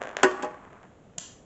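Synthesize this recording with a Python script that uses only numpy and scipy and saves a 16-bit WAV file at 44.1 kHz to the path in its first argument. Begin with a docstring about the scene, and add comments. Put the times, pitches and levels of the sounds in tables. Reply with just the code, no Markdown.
"""A marble skips and rolls over a wooden floor, each landing a dead tick of the boards.
It knocks into something hollow, probably a carton, whose walls crack, shudder and ring,
bumps it again more softly and rolls on faintly. Then, further from the microphone, a small hard
object snaps against a surface: one sharp, bright click that rings through the quiet room."""
import sys
import numpy as np
from scipy import signal
from scipy.fft import rfft, irfft
from scipy.io import wavfile

SR = 44100
rng = np.random.default_rng(int(sys.argv[2]) if len(sys.argv) > 2 else 0)


def materialize(psi):
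    """Save the field psi as 16-bit PCM at rate SR to the path in sys.argv[1].

    A 1-D psi becomes a single channel; in a 2-D psi each row is a channel.
    """
    bounded = np.clip(np.atleast_2d(psi).T, -1, 1)
    quanta = np.round(bounded * 32767).astype(np.int16)
    wavfile.write(sys.argv[1], SR, quanta)


N = 63945
EDGE_HZ = 8100
SNAP_RISE_S = 0.00055  # attack of the click and the clacks
T = np.arange(2 ** 15) / SR  # time within one event, in seconds
HZ = np.fft.rfftfreq(len(T), 1 / SR)


def amp(db):
    """Decibels to gain."""
    return np.exp(np.asarray(db) * np.log(10) / 20)


def unit(x):
    """Scales to rms 1."""
    return x / np.sqrt(np.mean(x ** 2) + 1e-20)


def curve(hz, values):
    """Joins points on a log-frequency axis."""
    return np.interp(np.log(HZ + 1), np.log(hz), values)


def add(mix, start_s, sound):
    """Mixes a sound in at its start time."""
    part = mix[max(round(start_s * SR), 0):][:len(sound)]
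    part += sound[:len(part)]


def low_cut(x, hz, order=2):
    """Rolls off the sound below hz."""
    return signal.sosfilt(signal.butter(order, hz, "high", fs=SR, output="sos"), x)


def coloured(x, points):
    """Filters by a spectrum of (Hz, dB) points."""
    kernel = np.fft.fftshift(irfft(amp(curve(*np.transpose(points)))))
    return signal.fftconvolve(x, kernel, "same")


def decay(t60, hold_s=0):
    """Holds, then falls by 60 dB in t60 seconds."""
    return amp(-60 * np.maximum(T - hold_s, 0) / t60)


def pulse(points):
    """One impact: a minimum-phase pulse with a spectrum of (Hz, dB) points; peak 1."""
    db = curve(*np.transpose(points)) - np.clip((HZ - EDGE_HZ) / 60, 0, 40)
    log_gain = np.log(amp(np.r_[db, db[-2:0:-1]]))
    spectrum = np.exp(np.conj(signal.hilbert(log_gain)))[:len(HZ)]
    out = irfft(spectrum)[:4096]
    return out / abs(out).max()


def dying_noise(bands, rise_s):
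    """Dense random vibration, each (Hz, dB, t60 s) band dying at its own rate."""
    hz, db, t60 = np.transpose(bands)
    fade, noise = decay(np.median(t60)), rng.standard_normal(len(T))
    # flatten the spectrum of the loud first part, so no frequency stands out by chance
    even = irfft(np.exp(1j * np.angle(rfft(noise * fade)))) * np.linalg.norm(fade)
    noise = np.where(fade > .1, even / np.maximum(fade, .1), noise)
    spectrum = rfft(noise) * unit(amp(curve(hz, db)) * (HZ < EDGE_HZ + 500))
    out = sum(irfft(spectrum * curve(hz, share)) * decay(t) for share, t in zip(np.eye(len(hz)), t60))
    return out * np.minimum(T / rise_s, 1)


def resonances(peaks):
    """Short bright (Hz, width Hz, dB) modes in random phase; wider ones die sooner."""
    hz, width, db = np.transpose(peaks)
    phases = rng.random((len(hz), 1))
    modes = np.exp(-np.pi * width[:, None] * T) * np.sin(2 * np.pi * (hz[:, None] * T + phases))
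    ring = amp(db) @ modes * np.sqrt(2) / np.linalg.norm(amp(db))
    return ring * np.minimum(T / SNAP_RISE_S, 1)


def in_room(x, wet_db, build_s=0.0063):
    """The direct sound plus about half a second of reverberation from the room."""
    # Each row: frequency in Hz, relative level in dB, t60 in seconds.
    room_bands = [(120, 6.5, .5), (400, -1.5, 0.66), (1100, 7.5, .55), (2630, 4.5, 0.48), (4500, 5.5, 0.47),
                  (7200, 0, .48)]
    tail = dying_noise(room_bands, build_s)
    return x + amp(wet_db) * signal.fftconvolve(x, tail / np.linalg.norm(tail))[:N]


def room_tone():
    """The steady low wash of the quiet room."""
    # Each row: frequency in Hz, relative noise density in dB.
    colour = [(25, -14), (60, -5), (180, -3), (300, -7), (450, -8.5), (700, -11.5), (1000, -27.5),
              (2000, -29), (3200, -31), (5000, -41.5), (7300, -31), (8200, -47.5)]
    return amp(-55) * unit(coloured(rng.standard_normal(N), colour))


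def distant_click():
    """A small hard object hits a surface further off: a dull tap and a snap that fills the room."""
    # The click and its early reflections from the room. Each row: start in seconds, level in dB.
    arrivals = [(1.1798, -42.5), (1.1826, -25), (1.1980, -40.5), (1.201, -44.5), (1.2159, -42)]
    # The snap's noise. Each row: frequency in Hz, relative level in dB, t60 in seconds.
    snap_bands = [(400, -10, 0.014), (1050, -7, 0.032), (2200, -7.5, 0.029), (3080, 2.5, .024),
                  (4520, 1, 0.0091), (5800, 2, 0.023), (6950, 12, 0.033), (7760, -17.5, 0.03)]
    # The snap's ring. Each row: pitch in Hz, width in Hz, relative level in dB.
    snap_modes = [(1997, 120, -11), (2830, 240, -6), (3517, 200, -5.5), (5720, 250, -7), (6180, 140, -2.5),
                  (6790, 280, 3), (7365, 180, 5.5)]
    # The surface underneath. Each row: pitch in Hz, level in dB, t60 in seconds.
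    surface_modes = [(175, -39.5, 0.073), (598, -42, 0.05), (687, -39.5, 0.049)]
    snap = dying_noise(snap_bands, SNAP_RISE_S) + amp(4) * resonances(snap_modes)
    out = np.zeros(N)
    for start_s, db in arrivals:
        add(out, start_s, amp(db) * snap)
    out = in_room(out, wet_db=-6, build_s=.03)
    for hz, db, t60 in surface_modes:
        mode = amp(db) * decay(t60) * np.sin(2 * np.pi * hz * T)
        add(out, arrivals[0][0], low_cut(mode, hz / 2))  # little sound below half its pitch
    return out


def rolling():
    """The marble crosses the fine grain of the floor: a dense stream of tiny bumps."""
    # Each row: time in seconds, level in dB.
    levels = [(0, -53), (.02, -43.5), (.09, -47), (.15, -45.5), (.22, -46), (.31, -48), (.40, -39),
              (.48, -44), (.58, -52.5), (.74, -54), (.85, -54.5), (.89, -63), (1.1, -68), (1.44, -66.5)]
    # Each row: frequency in Hz, relative level in dB.
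    colour = [(80, -31.5), (250, 2.5), (550, -1.5), (1100, 3.5), (1800, -5.5), (2700, -15), (4500, -37),
              (7200, -33)]
    bumps_per_s, spread_db = 960, 1.5
    bumps = (rng.random(N) < bumps_per_s / SR) * rng.choice([-1, 1], N)
    strength = amp(spread_db * np.minimum(rng.exponential(1, N), 2))
    envelope = amp(np.interp(np.arange(N) / SR, *np.transpose(levels)))
    return unit(coloured(bumps * strength, colour)) * envelope


def skips():
    """Each landing is a dead tick with a brief floorboard ring, some bright, some dull."""
    # Each row: start in seconds, level in dB, treble boost in dB.
    landings = [(.0123, -32.5, -16), (.0177, -17.5, -3.5), (.0280, -35, 12.5), (.0370, -27, 4.5),
                (.0468, -33, -0.5), (.0544, -27, -3.5), (.0725, -24, -0.5), (.0838, -27.5, -14.5),
                (.0902, -44, 14), (.0922, -28, 0), (.1033, -35.5, -14), (.1130, -32.5, -1.5),
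                (.1300, -38.5, 0.5), (.1686, -19, 13), (.1885, -24.5, -10.5), (.1985, -25, -11),
                (.2085, -31, -13.5), (.2165, -54, 0.5), (.3135, -24, 1.5), (.379, -45, -2),
                (.5443, -35.5, -23), (.6514, -37, -15.5), (.7053, -47, -6), (.7263, -44.5, -2.5),
                (.7309, -38.5, -3), (.7564, -44.5, -22), (.8310, -46, 10), (.8410, -42, -5),
                (.8532, -44.5, -9.5), (1.136, -50, 0)]
    # Each row: frequency in Hz, relative level in dB.
    colour = [(60, -34.5), (200, -35), (400, 4.5), (620, 6.5), (1150, -9), (1650, 3.5), (2300, -7.5),
              (3300, -11), (4600, -24.5), (7200, -15), (8500, -50.5)]
    board_hz, board_t60, board_db = 667, 0.026, -13.5
    out, tick = np.zeros(N), pulse(colour)
    treble = low_cut(tick, hz=3350, order=1)
    board = (amp(board_db) * decay(board_t60) * np.cos(2 * np.pi * board_hz * T))[:len(tick)]
    for start_s, db, boost_db in landings:
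        add(out, start_s, amp(db) * (tick + board + (amp(boost_db) - 1) * treble))
    return in_room(out, wet_db=-12.5)


def clacks():
    """The hard, bright part of each contact between marble and hollow body."""
    # Each row: start in seconds, level in dB.
    contacts = [(0.2318, -21), (0.4255, -40), (0.4466, -47.5)]
    # The clack's noise. Each row: frequency in Hz, relative level in dB, t60 in seconds.
    clack_bands = [(2000, -10.5, .08), (3300, 7, 0.054), (3830, -9.5, .07), (5400, -0.5, 0.061),
                   (6700, -3.5, 0.057), (7360, 7, 0.068), (8800, -30, 0.11)]
    # The clack's ring. Each row: pitch in Hz, width in Hz, relative level in dB.
    clack_modes = [(2271, 60, -8.5), (2615, 110, 1.5), (4390, 43, -13), (5660, 120, -13.5), (6360, 23, -12),
                   (6690, 100, -1), (7380, 60, -9)]
    clack = dying_noise(clack_bands, SNAP_RISE_S) + amp(1.5) * resonances(clack_modes)
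    out = np.zeros(N)
    for start_s, db in contacts:
        add(out, start_s, amp(db) * clack)
    return in_room(out, wet_db=-17.5)


def knocks():
    """The marble hits the hollow body: a crack at contact, a shudder of its walls, then the ring."""
    # Each row: start in seconds, crack and shudder levels in dB, the walls' swell and delay in seconds.
    hits = [(0.2313, -11.5, -12, 0.0015, .0006), (0.4241, -25.5, -26, 0.0046, .005)]
    # Each row: frequency in Hz, relative level in dB.
    crack_colour = [(80, -49.5), (200, 5.5), (600, 1.5), (1500, -4), (3300, -8.5), (4500, -25.5),
                    (7400, -22)]
    # The shudder. Each row: frequency in Hz, relative level in dB, t60 in seconds.
    wall_bands = [(70, -23.5, .08), (163, -9, 0.083), (300, 5.5, 0.15), (520, -8.5, 0.33),
                  (685, 3.5, 0.061), (1150, -5.5, 0.13), (1565, 5.5, 0.066), (2200, -15, 0.17),
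                  (3300, -9, 0.037), (4180, -27, 0.052)]
    # The ring, one entry a mode: pitch in Hz, t60 in seconds, level in dB (one row a knock).
    mode_hz = [266, 377, 491, 610, 804, 839, 934, 1009, 1127, 1147, 1198, 1484, 1632, 1831, 1879, 1971,
               2573, 2780]
    mode_t60 = [0.14, .17, 0.26, 0.26, 0.063, 0.22, .2, 0.13, 0.34, 0.45, 0.25, 0.057, 0.073, 0.25, 0.22,
                .11, 0.043, 0.21]
    mode_db = [
        [-24.5, -13, -31, -27, -25.5, -43.5, -31.5, -21.5, -30, -32.5, -35.5, -21, -24, -28, -31.5, -37.5, -32,
         -38],
        [-40, -36.5, -36.5, -30.5, -36.5, -31, -46, -33, -44.5, -59, -61, -54.5, -62, -43.5, -53.5, -48.5,
         -50.5, -60],
    ]
    max_split_hz, twin_db = 28.4, -11  # each mode beats with a weaker neighbour
    body, crack = np.zeros(N), pulse(crack_colour)
    for (start_s, crack_db, shudder_db, swell_s, delay_s), levels in zip(hits, mode_db):
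        ring = np.zeros(len(T))
        for hz, t60, db in zip(mode_hz, mode_t60, levels):
            phase, twin_phase, split = rng.uniform(-1, 1, 3)
            mode = np.sin(2 * np.pi * (hz * T + phase))
            twin = amp(twin_db) * np.sin(2 * np.pi * ((hz + split * max_split_hz) * T + twin_phase))
            ring += amp(db) * decay(t60, hold_s=0.016) * (mode + twin)  # the walls feed it briefly
        shudder = amp(shudder_db) * dying_noise(wall_bands, swell_s)
        add(body, start_s, amp(crack_db) * crack)
        add(body, start_s + delay_s, shudder + ring * np.minimum(T / swell_s, 1))
    return in_room(low_cut(body, hz=125), wet_db=-18.5)  # the knocks carry little bass


def scene():
    """The marble, the click and the room at one microphone."""
    return (skips() + rolling() + knocks() + clacks() + distant_click() + room_tone())[None]


def record(dry):
    """The recorder cuts off steeply at the top of its band."""
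    low_pass = signal.firwin(201, EDGE_HZ, window=("kaiser", 8), fs=SR)
    return signal.oaconvolve(dry, low_pass[None], "same")


dry = scene()
out = record(dry)
materialize(out)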